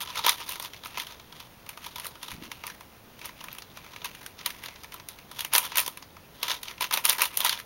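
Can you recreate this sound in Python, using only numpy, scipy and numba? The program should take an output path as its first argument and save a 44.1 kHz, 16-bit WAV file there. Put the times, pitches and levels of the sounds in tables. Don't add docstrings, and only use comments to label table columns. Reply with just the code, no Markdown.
import sys
import numpy as np
from scipy import signal
from scipy.fft import rfft, irfft, next_fast_len
from scipy.io import wavfile
from numba import njit

SR = 44100
rng = np.random.default_rng(int(sys.argv[2]) if len(sys.argv) > 2 else 0)


def waveform_to_disk(signal):
    frames = np.transpose(np.atleast_2d(signal))
    scaled = np.clip(frames, -1, 1) * 32767
    samples = np.round(scaled).astype(np.int16)
    wavfile.write(sys.argv[1], SR, samples)


N = 337365
TIME = np.arange(N) / SR


def undb(db):
    return 10 ** (np.asarray(db) / 20)


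def unit(x):
    return x / np.sqrt(np.mean(x ** 2))


def curve(s, values):
    return np.interp(TIME, s, values)


# f/Hz, relative level per Hz/dB
HUM = [(25, -6), (50, 1), (130, 2), (350, -3), (800, -6), (2000, -12.5), (5000, -18.5), (10000, -22),
       (16000, -17)]
HUM_DB = -52.5
WHINE_HZ, WHINE_DB = 15734.3, -69


def background():
    hz, db = np.transpose(HUM)
    size = next_fast_len(N)
    f = np.arange(size // 2 + 1) * SR / size + 1
    shape = undb(np.interp(np.log(f), np.log(hz), db))
    hum = irfft(rfft(rng.standard_normal(size)) * shape, size)[:N]
    whine = np.sqrt(2) * np.sin(2 * np.pi * WHINE_HZ * TIME)
    return undb(HUM_DB) * unit(hum) + undb(WHINE_DB) * whine


# t/s, f/Hz, level before roughening/dB
GURGLE = [(2.31, 99.8, -62), (2.33, 101, -42), (2.361, 166.5, -48), (2.402, 206, -49), (2.43, 281, -44),
          (2.49, 278, -52)]


def gurgle(width_hz=95):
    s, hz, db = np.transpose(GURGLE)
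    rough = unit(signal.lfilter(*signal.butter(2, width_hz, fs=SR), rng.standard_normal(N)))
    tone = np.sin(2 * np.pi * np.cumsum(curve(s, hz)) / SR)
    sounding = (TIME > s[0]) & (TIME < s[-1])
    return undb(curve(s, db)) * sounding * (0.32 + rough) * tone


# t/s, f/Hz, level of the decay at its start/dB
PINGS = [(3.4848, 2370, -28.5), (3.529, 13200, -26), (4.942, 13000, -30)]
PING_MS = 0.97


def pings():
    out = 0
    for s, hz, db in PINGS:
        age = np.clip(TIME - s, 0, 1)
        decay = undb(db) * np.exp(-1000 * age / PING_MS) * (age < 1)
        out = out + decay * np.sin(2 * np.pi * hz * age)
    return out


def strikes(s, db):
    return np.bincount(np.clip((s * SR).astype(int), 0, N - 1), undb(db), N)


def contact(train, fall_ms, echo, build=0.43, crack_db=10, scuff_db=-1):
    t60_s, echo_db = echo
    early = SR // 100
    ms = (np.arange(SR // 6) - early) * 1000 / SR
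    scuff = undb(scuff_db) * np.exp(np.where(ms < 0, ms / (build * fall_ms), -ms / fall_ms))
    tail = undb(echo_db) * np.exp(-np.log(1000) * ms / 1000 / t60_s)
    tail = tail * np.clip(ms / fall_ms, 0, 1)
    power = signal.oaconvolve(train ** 2, scuff ** 2 + tail ** 2)[early:N + early]
    return undb(crack_db) * train + np.sqrt(np.abs(power)) * rng.standard_normal(N)


def ring(s, db, modes, fall_ms, echo):
    out = 0
    for row, (hz, width, mode_db) in zip(db, modes):
        peak = signal.iirpeak(hz, hz / width, fs=SR)
        blows = contact(strikes(s, row), fall_ms, echo)
        once = signal.lfilter(*peak, blows)
        out = out + undb(mode_db) * signal.lfilter(*peak, once)
    return out


@njit
def sweep(x, hz, width_hz):
    y, band, low = np.empty(len(x)), 0., 0.
    for i in range(len(x)):
        g, k = np.tan(np.pi * hz[i] / SR), width_hz / hz[i]
        v = (band + g * (x[i] - low)) / (1 + g * (g + k))
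        band, low, y[i] = 2 * v - band, low + 2 * g * v, k * v
    return y


def gap(s, db, gap_db=1, width_hz=540.0, fall_ms=0.74):
    clack_s, _, clack_hz, _, _ = np.transpose(CLACKS)
    hz = curve(clack_s, clack_hz)
    blows = contact(strikes(s, db), fall_ms, ROOM[1])
    once = sweep(blows, hz, width_hz)
    return undb(gap_db) * sweep(once, hz, width_hz)


# f/Hz, width of one filter pass/Hz, relative level/dB
CORE = [(980, 192, 3), (1266, 270, -2), (603, 590, -10.5)]
SHELL = [(1770, 1240, 0), (2447, 1620, 1), (3465, 1600, 1), (4620, 3140, -3.5), (6000, 1660, -2.5)]
EDGE = [(10750, 6050, -1.5), (13000, 9900, -13), (17100, 16000, -4)]
# time to fall 60 dB/s, relative level/dB
ROOM = [(0.14, -13), (0.095, -11.5), (0.16, -16.5)]


def cube(s, db, hz, favour_db=6, spread_oct=0.27, uneven_db=2.0, brief=1):
    octaves = np.log2(np.array(SHELL)[:, :1] / hz)
    favour = -favour_db * (1 - np.exp(-(octaves / spread_oct) ** 2))
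    uneven = uneven_db * rng.standard_normal((len(s), len(CORE) + len(EDGE))).T
    core = ring(s, db[0] + uneven[:len(CORE)], CORE, 2.27 * brief, ROOM[0])
    shell = ring(s, db[1] + favour, SHELL, 2.81 * brief, ROOM[1]) + gap(s, db[1])
    edge = ring(s, db[2] + uneven[len(CORE):], EDGE, 2.23 * brief, ROOM[2])
    return core, shell, edge


# t of fastest sliding/s, build-up/s, rattle level/dB
TURNS = [(0.001, 0.13, -30.5), (0.089, 0.076, -39), (0.179, 0.091, -35), (0.246, .012, -30.5),
         (0.289, 0.076, -25.5), (0.408, 0.084, -39), (0.52, 0.14, -37), (0.64, 0.061, -38),
         (0.77, 0.11, -56), (0.85, 0.022, -49), (0.95, 0.07, -45.5), (1.014, 0.15, -40), (1.1, 0.073, -51),
         (1.34, 0.089, -52), (1.4, 0.024, -52), (1.7, 0.038, -53), (1.859, 0.092, -42.5),
         (1.96, 0.0071, -44.5), (2.06, 0.21, -47), (2.23, 0.029, -44), (2.308, 0.063, -40),
         (2.433, 0.032, -45), (2.52, 0.023, -54.5), (2.689, 0.25, -48.5), (3.25, 0.1, -44),
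         (3.41, 0.094, -50.5), (3.55, 0.32, -52.5), (3.77, 0.11, -52), (3.97, 0.39, -54),
         (4.051, 0.0072, -40.5), (4.21, 0.26, -50), (4.392, .025, -46), (4.457, 0.015, -37.5),
         (4.65, 0.24, -46), (4.8, 0.36, -54), (4.93, 0.048, -50.5), (5.1, 0.032, -53.5),
         (5.402, 0.094, -40), (5.545, 0.029, -26), (5.66, 0.14, -39), (5.787, 0.087, -29.5),
         (5.89, 0.071, -54.5), (6.44, 0.012, -50), (6.508, 0.13, -30), (6.68, 0.077, -44),
         (6.816, 0.016, -30.5), (6.932, 0.019, -26.5), (7.05, 0.018, -28), (7.094, 0.02, -23),
         (7.226, 0.087, -29), (7.41, 0.036, -41), (7.457, 0.03, -25.5), (7.526, 0.32, -32.5)]
BUILD_DB = 25.5
HARD_DB, GENTLE_DB = -37, -52
HARD_SETTLE, GENTLE_SETTLE = 273, 97
HELD_DB = -64.5


def sliding():
    power = undb(2 * HELD_DB)
    for s, build_s, db in TURNS:
        settle = np.interp(db, [GENTLE_DB, HARD_DB], [GENTLE_SETTLE, HARD_SETTLE])
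        below_db = np.where(TIME < s, BUILD_DB * (s - TIME) / build_s, settle * (TIME - s))
        power = power + undb(2 * (db - below_db))
    return np.sqrt(power)


def rattle(per_s=480, scatter_db=3, most_db=8, colour_db=7, stray_oct=0.43, core_db=-6, edge_db=-2,
           alike=0.53):
    clack_s, _, clack_hz, _, clack_edge = np.transpose(CLACKS)
    chance = rng.random((N // 20, 6))[:int(per_s * N / SR)].T
    when = chance[0] * N / SR
    size_db = np.minimum(-scatter_db * np.log(1 - chance[1]), most_db)
    part_db = size_db + colour_db * chance[2:5]
    hz = np.interp(when, clack_s, clack_hz) * 2 ** (stray_oct * (chance[5] - .5))
    core, shell, edge = (unit(part) for part in cube(when, part_db, hz, brief=0.77))
    edge = edge * undb(edge_db + alike * curve(clack_s, clack_edge))
    return sliding() * (undb(core_db) * core + shell + edge)


# t/s, relative strength level/dB, strongest shell ring f/Hz,
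# extra level for the hollow core/dB, extra level for the sharp edge/dB
CLACKS = [(0.0151, -41, 3300, -11, 1), (0.103, -29, 3200, -5, -16), (0.1577, -26, 2510, -3, -5),
          (0.1709, -28, 3500, 5, -15), (0.1922, -24, 3760, 2.5, -7), (0.24, -25, 3850, -13, -14),
          (0.2456, -24, 3600, 5, -15), (0.265, -10.5, 2700, -3, -5), (0.2825, -13, 3300, -3, -13),
          (0.2935, -6.5, 3920, -17, -4.5), (0.4045, -30, 2640, -7, -5), (0.4134, -28, 2960, -7, -14),
          (0.4924, -26, 3950, -1, 3.5), (0.5215, -28, 2320, -2, 2), (0.5572, -29, 3900, 0, -7),
          (0.599, -27, 3130, -3.5, -1), (0.6258, -31, 5500, -4, 0), (0.648, -26, 3350, -6, -4),
          (0.735, -31, 2970, -7, -11), (0.7446, -34.5, 2250, -9, -12), (0.7645, -39, 3300, -12, -13),
          (0.837, -33, 3300, 1, -8), (0.85, -41, 3500, 1, 1), (0.8583, -29.5, 2160, 1, -5),
          (0.8704, -38, 2780, -14, 1), (0.974, -22, 2660, -3, -16), (0.982, -24.5, 2640, -5, -4),
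          (0.9993, -20.5, 3240, -18, -7), (1.0695, -31, 3180, -8, -5), (1.123, -33.5, 3660, -5, -11),
          (1.1985, -36.5, 3260, -5, -10), (1.3257, -36, 3300, 0, -8), (1.402, -33, 3320, -3, -7.5),
          (1.6649, -36.5, 2350, -1.5, -8), (1.692, -30.5, 2310, -2.5, 1), (1.7748, -34.5, 2340, 4, -5),
          (1.865, -31.5, 3300, 3, -6), (1.9597, -28, 3570, -1.5, -5), (1.983, -29, 3400, -1, -6),
          (1.9989, -28, 3300, -2.5, 0.5), (2.046, -29.5, 1700, -3, -2), (2.0549, -33, 2260, 3, 3.5),
          (2.0672, -31.5, 4270, -5, 5.5), (2.155, -36.5, 3020, 1.5, -10), (2.2305, -27.5, 3320, -6.5, -3),
          (2.2832, -30, 3700, -7, -5), (2.316, -29.5, 2340, -4, -5), (2.5168, -25, 2860, -4, -7.5),
          (2.6382, -28.5, 2660, 4, -11), (2.6678, -27.5, 3020, -8, 0), (2.6775, -30, 1950, -8, -4),
          (2.7005, -28.5, 1710, -15, -9), (2.809, -36.5, 2200, 1.5, -3), (3.192, -37.5, 3000, -8, -6),
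          (3.2157, -31, 2140, -22, -13), (3.2444, -32.5, 2960, -10, -10), (3.257, -34.5, 3230, 0, 9),
          (3.292, -32.5, 2080, -6, -11), (3.4117, -33, 2910, -5, -12), (3.4411, -29.5, 1880, -2.5, -3.5),
          (3.485, -35, 2400, -2, -8), (3.516, -37, 3700, -10, -13), (3.5291, -37, 2500, -15, -3),
          (3.55, -37, 2150, -4, 0), (3.5852, -31.5, 2420, -2, -1), (3.6217, -32, 4430, -10, -10),
          (3.7727, -32.5, 2640, 1.5, -9), (3.845, -38, 2310, -3, -12), (3.8642, -39, 2180, -1, -11),
          (3.9357, -35, 3180, -0.5, -13), (3.9623, -31, 2270, -4.5, -11), (4.0184, -33.5, 3050, -1, -18),
          (4.046, -20, 2800, -11, -8), (4.056, -23.5, 3000, -7, -10), (4.1142, -39, 2360, -27, -11),
          (4.15, -34, 2630, -12, -4), (4.2631, -28.5, 1550, -21, -1.5), (4.391, -32.5, 4100, -22, -14),
          (4.4125, -32.5, 1860, -2, -13), (4.4612, -15, 3300, -9, -2), (4.505, -26.5, 2070, -19, -4),
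          (4.638, -30, 2070, -10, -6), (4.6602, -26, 3520, -10, -6.5), (4.685, -27, 2090, -6, -13),
          (4.76, -34.5, 2200, -13, -16), (4.8354, -34.5, 5100, -4, -4), (4.8448, -33.5, 2360, -6, -6),
          (4.9222, -32.5, 2080, -19, -8), (4.942, -36, 3720, 3, 1), (4.999, -32.5, 2020, -4, -13),
          (5.0875, -29.5, 4240, -12, 2.5), (5.188, -37, 2250, -15, -7), (5.3152, -32, 3380, 1, -1.5),
          (5.3923, -24, 3440, -14, -4), (5.4072, -21, 3520, -18, -2), (5.4486, -21.5, 2130, -12, -1.5),
          (5.528, -23, 2740, -5, -13), (5.536, -16, 2500, -5, 5), (5.5515, -8, 4160, -3, -1.5),
          (5.561, -18.5, 2520, 1, 9), (5.5817, -14, 2470, -1.5, 4), (5.65, -30, 3320, -2, 1),
          (5.7197, -26.5, 3080, 0, -10), (5.7294, -35, 2580, -23, -26), (5.757, -19.5, 2620, -9, -3),
          (5.7724, -16.5, 2800, -13, 4), (5.782, -11, 2840, -12, -1), (5.7933, -17.5, 2550, -6, 6),
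          (5.8017, -24.5, 2600, -10, 8), (5.8632, -23.5, 5670, -6, 0), (5.879, -26.5, 3280, 0, 5),
          (5.9738, -32, 2850, -1.5, -3), (6.0253, -32.5, 4900, -5.5, -11), (6.1677, -40.5, 2340, 4.5, -10),
          (6.4305, -14.5, 3250, -6, -6), (6.4825, -21, 3250, -10, -9), (6.4983, -20.5, 3600, -14, -11),
          (6.5067, -19, 3600, -10, -8), (6.516, -17.5, 3800, -10, -11), (6.6318, -24, 3700, -16, -4),
          (6.6832, -25, 3570, -26, -12), (6.7114, -28.5, 1900, -4, -6), (6.781, -36, 2600, -7, -14),
          (6.809, -18.5, 2830, 3, -5), (6.822, -17.5, 2950, -7, -3), (6.8424, -21, 2830, -27, -7.5),
          (6.911, -19.5, 2970, -4, -11), (6.9265, -19, 2600, -7, -3), (6.939, -18.5, 3220, 1, 3.5),
          (6.974, -16, 2500, 0.5, -6), (7.0531, -15.5, 2660, -5, 6.5), (7.096, -15, 3630, -28, 6.5),
          (7.1047, -15.5, 4200, -13, -15), (7.129, -29.5, 2530, 2, 8), (7.184, -21, 1580, 3, -5),
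          (7.195, -23, 1700, -5, -1), (7.2077, -16.5, 2020, -8, -11), (7.2192, -10.5, 2210, 0, 2.5),
          (7.2555, -22.5, 3230, -25, 3), (7.3276, -41, 2150, -2, -12), (7.3422, -34.5, 2410, -7, -1),
          (7.3728, -22.5, 2850, -8, 12), (7.405, -19.5, 3100, -4.5, 3), (7.415, -21, 3300, -13, -18),
          (7.448, -13.5, 2800, -3.5, 1.5), (7.472, -17, 3840, -22, -8), (7.483, -22, 3650, -25, -4),
          (7.4945, -11.5, 4030, -27, -6), (7.5283, -18, 2980, -11, -8), (7.5757, -31, 3440, -6, -13),
          (7.59, -31, 1900, -30, 0), (7.6, -28.5, 2110, -6, -4.5)]


def clacks(core_db=12, shell_db=5, edge_db=2):
    s, db, hz, core, edge = np.transpose(CLACKS)
    part_db = (db + core + core_db, db + shell_db, db + edge + edge_db)
    return sum(cube(s, part_db, hz))


def scene():
    return (clacks() + rattle() + pings() + gurgle() + background())[None]


DIP_HZ, DIP_WIDTH_HZ, SECOND_WIDTH_HZ = 7800, 1130, 900
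TOP_HZ = 15850


def record(dry):
    first = signal.iirnotch(DIP_HZ, DIP_HZ / DIP_WIDTH_HZ, fs=SR)
    second = signal.iirnotch(DIP_HZ, DIP_HZ / SECOND_WIDTH_HZ, fs=SR)
    x = signal.lfilter(*first, dry) + undb(-66) * dry
    x = signal.lfilter(*second, x) + undb(-25.5) * x
    top = signal.ellip(12, .3, 70, TOP_HZ, fs=SR, output="sos")
    return signal.sosfilt(top, x)


dry = scene()
out = record(dry)
waveform_to_disk(out)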